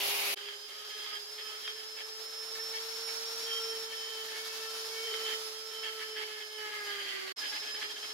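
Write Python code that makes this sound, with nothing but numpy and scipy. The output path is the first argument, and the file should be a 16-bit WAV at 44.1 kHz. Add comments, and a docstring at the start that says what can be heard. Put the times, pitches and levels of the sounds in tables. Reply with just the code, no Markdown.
"""A die grinder carves hardwood in a small workshop, with the microphone at three distances in turn:
right beside the tool, at arm's length, then further off. The unbalanced shaft hums, the commutator
whines twelve times a turn and the fan blows through the housing. The burr scrapes the wood once a turn,
rings, chatters and at times sings on a multiple of the shaft speed, often the seventh, while the load
drags the speed down. Bench and walls spread the sound between left and right."""
import sys
import numpy as np
from scipy import signal
from scipy.fft import rfft, irfft
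from scipy.io import wavfile
from scipy.ndimage import uniform_filter1d, map_coordinates

SR = 44100
rng = np.random.default_rng(int(sys.argv[2]) if len(sys.argv) > 2 else 0)


def dump(signal):
    """Clip the signal to [-1, 1] and save it as 16-bit WAV at the path in sys.argv[1]."""
    limited = np.clip(np.atleast_2d(signal).T, -1, 1)
    pcm = np.round(limited * 32767).astype(np.int16)
    wavfile.write(sys.argv[1], SR, pcm)


N = 358533
TIME = np.arange(N) / SR

# microphone close by, at arm's length, further off: (start [s], end [s], fade-in [s])
MIC_POSITIONS = [(0, .342, 0.001), (0.356, 7.322, 0.02), (7.36, 8.2, 0.025)]
# speed of the shaft: (time [s], speed [turns/s])
SHAFT_SPEED = [(0.34, 407.3), (0.38, 410.5), (0.5, 411), (0.7, 421), (0.95, 423), (1.2, 415.5),
               (1.35, 426.5), (2.78, 448), (3.5, 454.5), (3.74, 448.5), (4.3, 441), (5.05, 447),
               (5.5, 437.5), (5.74, 443), (6.15, 434.5), (6.42, 426), (6.58, 430.5), (6.73, 422.5),
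               (7.18, 388.7), (7.33, 382.3), (7.35, 423), (7.57, 423), (7.62, 426), (7.77, 426),
               (7.86, 422), (8.12, 427.5)]
# grinding rush right beside the tool: (frequency [Hz], relative level [dB])
CLOSE_SPECTRUM = [(50, -64), (170, -17.5), (330, -9.5), (700, -1), (1600, -6), (2200, 2.5), (2900, 0),
                  (5000, -0.5), (7300, -11.5), (9200, -12), (10100, -1.5), (11100, -6.5), (11900, -0.5),
                  (13200, -14), (15500, -9.5)]
# steady whistles close to the housing: (frequency [Hz], level [dB])
HOUSING_WHISTLES = [(2224, -58), (2439, -55), (3381, -57), (6681, -57), (11859, -61), (12640, -52),
                    (13361, -65)]
# low room tone: (frequency [Hz], relative level [dB])
ROOM_SPECTRUM = [(25, -7), (60, 1.5), (170, 2), (300, -1), (1000, -44), (15000, -64)]
# strength of the fan's air: (time [s], level [dB])
FAN_LEVEL = [(.55, -52.5), (1.05, -49), (1.27, -51), (1.5, -49.5), (2.1, -50.5), (2.6, -46), (3.45, -43.5),
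             (3.9, -47), (4.7, -44.5), (5.3, -44), (5.55, -47.5), (6.45, -51), (6.9, -48.5), (7.32, -52),
             (7.36, -43.5), (7.85, -47.5), (8.12, -47)]
# colour of the fan's air: (frequency [Hz], relative level [dB])
FAN_SPECTRUM = [(140, -37), (265, -9.5), (350, -13.5), (620, -5), (1050, -3), (1350, -1.5), (1550, -2),
                (1760, -1), (1980, -5), (2230, -3), (2700, -4), (3400, 0), (4900, 3), (6000, -3),
                (6900, -3.5), (8200, -13), (9300, -11), (11200, -7), (15500, -16.5)]
# strokes of the burr: (start [s], length [s], wood scrape [dB], bit ring [dB], buzz [dB])
BURR_STROKES = [(0.344, 0.2, -53.5, -49, -76), (0.628, 0.045, -68, -53, -73), (.68, 0.096, -55.5, -54, -73),
                (0.784, 0.14, -58.5, -49.5, -69), (0.892, 0.17, -55.5, -48, -59),
                (1.068, 0.11, -51.5, -48.5, -58), (1.383, 0.031, -49, -47.5, -66),
                (1.448, 0.13, -58.5, -51, -62), (1.628, 0.087, -55, -49, -68),
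                (1.755, 0.079, -57.5, -50.5, -67), (1.967, 0.051, -53, -53, -56),
                (2.555, 0.045, -71, -68, -52.5), (2.734, 0.044, -52, -51, -51.5),
                (3.074, 0.021, -49, -65, -52), (3.48, 0.034, -48.5, -53, -56),
                (3.546, 0.3, -58.5, -60, -62), (3.903, 0.036, -50.5, -51, -54),
                (3.946, 0.31, -58, -53.5, -61.5), (4.283, 0.11, -53, -55, -53),
                (4.384, 0.33, -69, -54.5, -60.5), (4.884, 0.11, -72, -55, -57),
                (5.068, 0.22, -50.5, -61, -70), (5.26, 0.076, -45, -43.5, -59),
                (5.492, 0.12, -63, -56, -72), (5.698, 0.1, -57, -54, -73),
                (5.83, 0.061, -47.5, -44.5, -52.5), (5.89, 0.32, -57, -57, -76),
                (5.998, 0.034, -44.5, -56, -54), (6.159, 0.077, -46.5, -45.5, -54),
                (6.274, 0.11, -53.5, -52, -58), (6.399, 0.025, -54, -48, -53),
                (6.497, 0.072, -71, -51.5, -79), (6.58, 0.32, -49.5, -55.5, -58),
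                (6.863, 0.29, -46, -47, -59), (7.133, 0.18, -46.5, -70, -59), (7.37, .03, -55, -54, -62),
                (7.415, 0.043, -46, -45, -54), (7.45, 0.034, -51, -43.5, -60),
                (7.522, 0.029, -47, -51, -53), (7.551, .018, -43.5, -46, -56),
                (7.621, 0.013, -45.5, -46, -52), (7.66, 0.048, -51.5, -50, -55),
                (7.741, 0.05, -50, -49, -59), (7.8, 0.05, -45, -50, -57), (7.889, 0.025, -55, -51, -51),
                (7.961, 0.012, -57, -44, -52), (8.029, 0.016, -49, -46, -50.5), (8.1, 0.014, -54, -51, -56)]
# between strokes the burr only skims the wood: (wood scrape [dB], bit ring [dB], buzz [dB])
BURR_SKIM = (-71, -62, -69)
# tearing fibres: (frequency [Hz], relative level [dB])
SCRAPE_SPECTRUM = [(130, -55), (300, -8), (650, -14), (1050, -12), (1450, -4), (2000, 4.5), (2500, -3),
                   (3050, 5), (3650, -7), (4600, 1.5), (5600, -16), (8000, -16.5), (15500, -27)]
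# resonances of the wooden piece: (frequency [Hz], width [Hz], gain [dB])
WOOD_MODES = [(924, 180, -20), (1285, 24, -1), (1746, 100, 1), (2206, 250, -4.5), (2565, 57, -9)]
# resonances of the bit in its collet: (frequency [Hz], width [Hz], gain [dB])
BIT_MODES = [(3130, 57, 2), (3203, 24, 9), (3330, 130, -8.5)]
# the bouncing burr sings: (start [s], length [s], multiple [cycles/turn], level [dB])
BURR_SONGS = [(0.725, 0.3, 3, -61.5), (1.077, 0.083, 3, -52), (1.41, 0.17, 3, -59),
              (3.458, 0.029, 7, -42.5), (3.495, 0.16, 3, -59), (3.505, 0.083, 7, -39),
              (3.587, 0.074, 7, -43.5), (3.677, 0.095, 7, -49), (3.87, 0.4, 7, -49.5), (4.33, 0.2, 5, -56),
              (4.475, 0.29, 6, -58), (4.68, 0.14, 7, -53), (4.646, 0.14, 3, -54), (4.93, 0.15, 5, -51.5),
              (4.95, 0.17, 7, -51), (5.068, 0.13, 7, -47), (5.217, .15, 7, -44.5), (5.057, 0.48, 3, -69),
              (5.72, 0.32, 3, -59.5), (5.704, 0.22, 7, -50), (5.93, 0.5, 7, -55), (6.573, 0.1, 7, -51.5),
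              (6.634, 0.3, 3, -56.5), (6.57, 0.31, 2, -63), (6.62, 0.31, 4, -49.5), (6.605, 0.59, 5, -52),
              (7.515, 0.059, 2, -54.5), (7.777, 0.08, 2, -63)]
# the whine beams past the microphone as the hand turns: (time [s], level [dB], left minus right [dB])
WHINE_BEAM = [(.4, -57, -14), (.85, -50, -5.5), (1.2, -47, -2.5), (1.8, -48, -2), (2.3, -46, -4),
              (2.65, -41, -2.5), (2.95, -45, 6), (3.08, -43.5, -11), (3.3, -42.5, -1), (3.7, -41.5, -1),
              (3.95, -45.5, -3), (4.4, -55, 6), (4.75, -49.5, 9), (5.0, -48, -6), (5.8, -49, -5),
              (6.0, -52.5, 2), (6.14, -46.5, -3), (6.25, -51, -3), (6.45, -52, 0), (6.72, -52, 3),
              (6.9, -49, 2), (7.32, -52, -2), (7.36, -43, -4), (7.75, -42.5, -2), (7.98, -52, 5),
              (8.12, -43, 1)]
# the whine swirls, reaching the two sides in opposite phase: (start [s], length [s])
WHINE_SWIRLS = [(.65, .22), (1.06, .08), (1.22, .05), (1.48, .03), (1.57, .09), (1.79, .09), (1.97, .04),
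                (2.09, .12), (2.52, .07), (2.72, .09), (3.15, .1), (3.35, .04), (3.78, .05), (5.26, .4),
                (5.89, .1), (6.18, .2), (6.58, .2), (7.06, .2), (7.49, .03), (7.77, .035)]
# hum of the shaft: (time [s], level [dB], roughness [0-1])
SHAFT_HUM = [(0.38, -54, 0.3), (0.45, -54, 0.13), (0.69, -62.5, 0.33), (1.1, -58, 0.43),
             (1.25, -58.5, 0.26), (2.54, -54, 0.13), (2.58, -51.5, 0.11), (3.39, -49.5, 0.05),
             (3.72, -44, 0), (3.9, -51, 0.1), (4.5, -51.5, 0), (5.05, -46.5, 0.05), (5.1, -44.5, 0.17),
             (5.29, -44.5, 0), (5.6, -52, 0.06), (6.16, -47.5, 0.11), (6.51, -54.5, 0.04), (6.6, -49.5, 0),
             (6.72, -53, 0.13), (6.98, -50, 0), (7.13, -59.5, 0.3), (7.32, -55, 0.05), (7.36, -62.5, 0.43),
             (8.12, -56, 0.4)]
# the hum jumps in phase with a brief dip, as at a splice: (time [s], jump [cycles])
HUM_PHASE_JUMPS = [(.72, -.4), (1.07, .3), (1.41, .35), (1.62, -.35), (1.775, .35), (1.99, .45),
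                   (2.97, -.15), (3.425, -.35), (4.1, .35), (4.35, -.42), (4.885, -.25), (5.062, .42),
                   (5.128, -.38), (5.718, -.3), (6.4, .25), (6.703, .43)]
# the burr catches on an edge: (time [s], peak level [dB])
EDGE_CATCHES = [(0.372, -35), (0.388, -33), (0.485, -31.5), (1.0639, -31), (1.38, -37), (1.6762, -28),
                (1.987, -34.5), (2.004, -31), (5.1391, -27), (5.26, -38), (5.993, -32.5), (6.4078, -38),
                (7.063, -43), (7.535, -37), (7.8274, -28)]
# the bit whirls in the cut: (start [s], length [s], depth [0-1])
BIT_WHIRLS = [(5.13, 0.24, .19), (5.8, .45, .1), (6.6, 0.17, 0.16), (6.8, .33, .16)]


def undb(db):
    """Decibels to gain."""
    return 10 ** (np.asarray(db) / 20)


def curves(table):
    """Each column of a table, joined by straight lines in time."""
    times, *columns = np.transpose(table)
    return [np.interp(TIME, times, column) for column in columns]


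def unit(x):
    """Scale to rms 1."""
    return x / np.sqrt(np.mean(x ** 2))


def walk(rate_hz):
    """Smooth random wander of rms 1, mostly slower than rate_hz."""
    freqs = np.arange(N // 2 + 1) * SR / N
    return unit(irfft(rfft(rng.standard_normal(N)) / (1 + (freqs / rate_hz) ** 4), N))


def colour(x, spectrum):
    """Shape x by (Hz, dB) points; rms 1."""
    hz, db = np.transpose(spectrum)
    freqs = np.maximum(np.arange(N // 2 + 1) * SR / N, 1)
    return unit(irfft(rfft(x) * undb(np.interp(np.log(freqs), np.log(hz), db)), N))


def resonate(x, modes):
    """Ring a set of (Hz, width, dB) resonances."""
    return sum(undb(db) * signal.lfilter(*signal.iirpeak(hz, hz / width, fs=SR), x)
               for hz, width, db in modes)


def bend(x, ratio):
    """Move the resonances in x by a changing ratio."""
    return map_coordinates(x, [np.cumsum(ratio)], order=1, mode="mirror")


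def tone(clock, rate, rough):
    """A sine of rate cycles per unit of clock (turns or seconds), shaken in size and phase."""
    size = np.sqrt(2) * (1 + rough * walk(22))
    return size * np.sin(2 * np.pi * rate * clock + rough * walk(45))


def press(start, length, attack_s, release_s):
    """Attack, hold and release, 0-1."""
    age = TIME - start
    return np.clip(age / attack_s + .5, 0, 1) * np.exp(-np.maximum(age - length, 0) / release_s)


def swell(start, length):
    """A rounded rise and fall, 0-1, at half height where it starts and ends."""
    return 1 / (1 + np.abs(2 * (TIME - start) / length - 1) ** 6)


def pan(left_minus_right_db):
    """Gains of the left and right side."""
    return undb(np.array([[left_minus_right_db], [-left_minus_right_db]]) / 2)


def fader(start, end, fade_s):
    """Gain of one microphone position: it fades in and stops short."""
    return np.clip((TIME - start) / fade_s, 0, 1) * np.exp(-np.maximum(TIME - end, 0) / .0018)


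def shaft_speed(force, sag=.0016, wobble=.0007):
    """Turns per second; each stroke of the burr brakes the shaft a little."""
    speed_hz, = curves(SHAFT_SPEED)
    stroke = unit(uniform_filter1d(force, size=SR // 25) - uniform_filter1d(force, size=SR // 4))
    return speed_hz * (1 - sag * stroke + wobble * walk(17))


def rasp(turns, scatter_db, sharp, patchy_db):
    """Noise pulsing once a turn, as when fibres tear; every turn has its own strength."""
    depth = undb(scatter_db * rng.standard_normal(N // 64))[turns.astype(int)]
    pulse = np.exp(-sharp * np.cos(2 * np.pi * turns))
    return unit(rng.standard_normal(N) * depth * pulse * undb(patchy_db * walk(21.6)))


def close_grinding(turns, cut_hz=2750, cut_width_hz=450):
    """Microphone beside the tool: a bright rush, the wandering ring of the cut, hum, thin whistles."""
    rush = undb(-36) * colour(rasp(turns, scatter_db=.4, sharp=.057, patchy_db=.5), CLOSE_SPECTRUM)
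    cut = resonate(rasp(turns, scatter_db=1.5, sharp=.6, patchy_db=.5), [(cut_hz, cut_width_hz, 0)])
    ring = undb(-42) * bend(unit(cut), 1 + .08 * walk(10))
    hum = undb(-51) * tone(turns, 1, rough=.048) + undb(-56) * tone(turns, 2, rough=.2)
    whistles = sum(undb(db) * tone(TIME, hz, rough=.55) for hz, db in HOUSING_WHISTLES)
    return rush + ring + hum + whistles


def background_tone(level_db, hz=556, waver_db=2.5):
    """A faint tone wavers in the background."""
    return undb(level_db + waver_db * walk(5.7)) * tone(TIME, hz, rough=.45)


def workshop(x, bass_hz=260, pan_db=-2.5, t60_s=.17, delay_s=.0035):
    """The tool is right of the microphone; bench and wall echoes make the sides differ above the bass."""
    age = TIME[:SR // 3]
    echoes = rng.standard_normal(len(age)) * np.exp(-np.log(1000) * age / t60_s)
    response = rfft(echoes, 2 * N)
    scatter = irfft(rfft(x, 2 * N) * response / np.abs(response))  # scatters phase, keeps colour
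    scatter = np.roll(scatter, int(delay_s * SR))[:N]
    side = signal.sosfilt(signal.butter(2, bass_hz, "high", fs=SR, output="sos"), scatter)
    return np.array([x + side, x - side]) * pan(pan_db)


def room_tone(level_db, swell_db=3.5):
    """Faint low room noise, unrelated on the two sides."""
    level = undb(level_db + swell_db * walk(7.5))
    return level * np.array([colour(rng.standard_normal(N), ROOM_SPECTRUM) for _ in range(2)])


def fan(turns):
    """Cooling air hisses through the hollow housing."""
    air_db, = curves(FAN_LEVEL)
    return undb(air_db) * colour(rasp(turns, scatter_db=.5, sharp=.037, patchy_db=.96), FAN_SPECTRUM)


def burr_contact():
    """Gains of scrape, ring and buzz as the burr bites and lets go; the firmest stroke rules."""
    gains = undb(BURR_SKIM)[:, None] * np.ones(N)
    for start, length, *db in BURR_STROKES:
        stroke = press(start, length, attack_s=.01, release_s=.015)
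        gains = np.maximum(gains, undb(db)[:, None] * stroke)
    return gains


def chips(per_s=140, spread_db=1.0):
    """Single chips snap off at random: clicks of uneven size, rms 1."""
    clicks = (rng.random(N) < per_s / SR) * rng.choice([-1, 1], N)
    return unit(clicks * undb(spread_db * np.minimum(rng.exponential(size=N), 3)))


def burr(turns, speed_hz, scrape, ring, nominal_hz=432):
    """Torn fibres and chips ring the wood and the steel bit; both drift, and the wood follows the speed."""
    fibres = unit(rasp(turns, scatter_db=-1.5, sharp=.59, patchy_db=1.5) + undb(-4) * chips())
    wood_tuning = 1 + .6 * (speed_hz / nominal_hz - 1) + .012 * walk(12.33)
    wood = bend(unit(resonate(fibres, WOOD_MODES)), wood_tuning)
    steel = bend(unit(resonate(fibres, BIT_MODES)), 1 + .009 * walk(10))
    return scrape * (colour(fibres, SCRAPE_SPECTRUM) + undb(-4) * wood) + ring * steel


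def chatter(turns, speed_hz, patchy_db=2):
    """The burr bounces in step with the shaft; each multiple swells as it crosses a wood resonance."""
    buzz = 0
    for multiple in (2, 4, 5, 6):
        response = sum(undb(db) / (1 + 2j * (multiple * speed_hz - hz) / width)
                       for hz, width, db in WOOD_MODES)
        buzz += abs(response) * undb(patchy_db * walk(4.8)) * tone(turns, multiple, rough=.65)
    return buzz


def whirl(turns, speed_hz, skip_depth=.8, orbits_per_turn=.15):
    """Gain from the bit's unsteady orbit and uneven bite: it adds sidebands and half multiples."""
    depth = sum(size * swell(start, length) for start, length, size in BIT_WHIRLS) * (1 + .5 * walk(23))
    orbit = depth * np.cos(2 * np.pi * orbits_per_turn * turns + 1.1 * walk(8.9))
    labour = np.clip((421 - speed_hz) / 40.3, 0, 1)  # slowed, the burr bites harder every other turn
    return 1 + orbit + skip_depth * labour * np.cos(np.pi * turns)


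def commutator_whine(turns, speed_hz, force, bars=12, flutter_db=1.9, dropout_db=-9, duck_db=-1):
    """The commutator bars whine; the moving hand makes each side shimmer and now and then dip."""
    level_db, pan_db = curves(WHINE_BEAM)
    air_db, = curves(FAN_LEVEL)
    # the octave shows only near full speed and leaves through the vents with the air
    octave = np.clip((speed_hz - 410) / 25, 0, 1) * undb(air_db - 18.5 + 2 * walk(5))
    load = np.minimum(force / undb(-50), 2) / 2
    swirl = sum(press(start, length, attack_s=.016, release_s=.008) for start, length in WHINE_SWIRLS)
    apart_rad = .7 * walk(3.8) + 3 * swirl
    sides = []
    for side in (1, -1):
        arrival = turns + side * apart_rad / (4 * np.pi * bars)
        whine = undb(level_db) * tone(arrival, bars, rough=.16)
        whine += octave * tone(turns, 2 * bars, rough=.45)
        shimmer_db = flutter_db * walk(34) + dropout_db * np.maximum(walk(16) - 1, 0)
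        sides.append(whine * undb(side * pan_db / 2 + shimmer_db + duck_db * load))
    return np.array(sides)


def shaft_hum(turns, speed_hz, jump_s=.004, dip_db=-4, room_hz=387.6, room_width_hz=5.8):
    """Unbalance hums once a turn and beats with a faint lower tone."""
    level_db, rough = curves(SHAFT_HUM)
    # now and then the phase jumps and the level dips briefly
    shift = sum(size * (1 + np.tanh((TIME - at) / jump_s)) / 2 for at, size in HUM_PHASE_JUMPS)
    dip = sum(np.exp(-((TIME - at) / (2 * jump_s)) ** 2) for at, _ in HUM_PHASE_JUMPS)
    level = undb(level_db + .6 * walk(6.9) + dip_db * dip)
    beating = tone(turns + shift, 1, rough) + undb(-22) * tone(turns, .895, rough=.28)
    hum = level * beating * whirl(turns, speed_hz, skip_depth=.17)
    overtones = undb(-18) * tone(turns, 2, rough=.28) + undb(-11.5) * tone(turns, 3, rough=.28)
    # at low speed the hum meets a standing wave of the room, opposite on the two sides
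    standing = hum * undb(10.5) * np.exp(-((speed_hz - room_hz) / room_width_hz) ** 2)
    return hum * pan(-5) + np.array([-standing, standing]) + workshop(level * overtones)


def catches(decay_s=.004, band_hz=(700, 4800), wood_mode=(2100, 1300, -5)):
    """Short cracks where the burr snags, ringing through wood and bit."""
    cracks = np.zeros(N)
    soften = signal.butter(2, band_hz, "band", fs=SR, output="sos")
    age = TIME[:SR // 20]
    for at, db in EDGE_CATCHES:
        snag = signal.sosfilt(soften, rng.standard_normal(len(age)) * np.exp(-age / decay_s))
        crack = resonate(snag, BIT_MODES + [wood_mode])
        start = int(at * SR)
        cracks[start:start + len(age)] += undb(db) * crack / np.abs(crack).max()
    return cracks


def singing(turns, speed_hz, waver_db=.8):
    """The bouncing burr sings on single multiples of the speed, rougher as the shaft labours."""
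    rough = .26 + .25 * np.clip((428 - speed_hz) / 20, 0, 1)
    song = 0
    for multiple in sorted({row[2] for row in BURR_SONGS}):
        level = sum(undb(db) * swell(start, length)
                    for start, length, sung, db in BURR_SONGS if sung == multiple)
        song += level * undb(waver_db * walk(4.7)) * tone(turns, multiple, rough)
    return song


def further_off(x, dull_hz=12500, boom_hz=295, boom_width_hz=60, boom_db=-2):
    """With the microphone further back the top is duller and the room booms a little."""
    dulled = signal.sosfilt(signal.butter(1, dull_hz, fs=SR, output="sos"), x)
    return dulled + resonate(x, [(boom_hz, boom_width_hz, boom_db)])


def scene():
    """One shaft drives the tool's sounds; the three microphone positions follow each other abruptly."""
    scrape, ring, buzz = burr_contact()
    speed_hz = shaft_speed(scrape)
    turns = np.cumsum(speed_hz) / SR
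    carving = fan(turns) + burr(turns, speed_hz, scrape, ring)
    bouncing = buzz * chatter(turns, speed_hz) + singing(turns, speed_hz)
    carving += bouncing * whirl(turns, speed_hz) + catches()
    arms_length = workshop(carving + background_tone(level_db=-73))
    arms_length += commutator_whine(turns, speed_hz, scrape) + shaft_hum(turns, speed_hz)
    arms_length += room_tone(level_db=-87)
    close = workshop(close_grinding(turns) + background_tone(level_db=-61), bass_hz=520, pan_db=-.5)
    close += room_tone(level_db=-76)
    far = further_off(arms_length) + room_tone(level_db=-84)
    return sum(fader(*span) * sound for span, sound in zip(MIC_POSITIONS, (close, arms_length, far)))


def record(dry, top_hz=15750):
    """The recorder cuts the top steeply."""
    return signal.sosfilt(signal.ellip(10, .2, 70, top_hz, fs=SR, output="sos"), dry)


dry = scene()
out = record(dry)
dump(out)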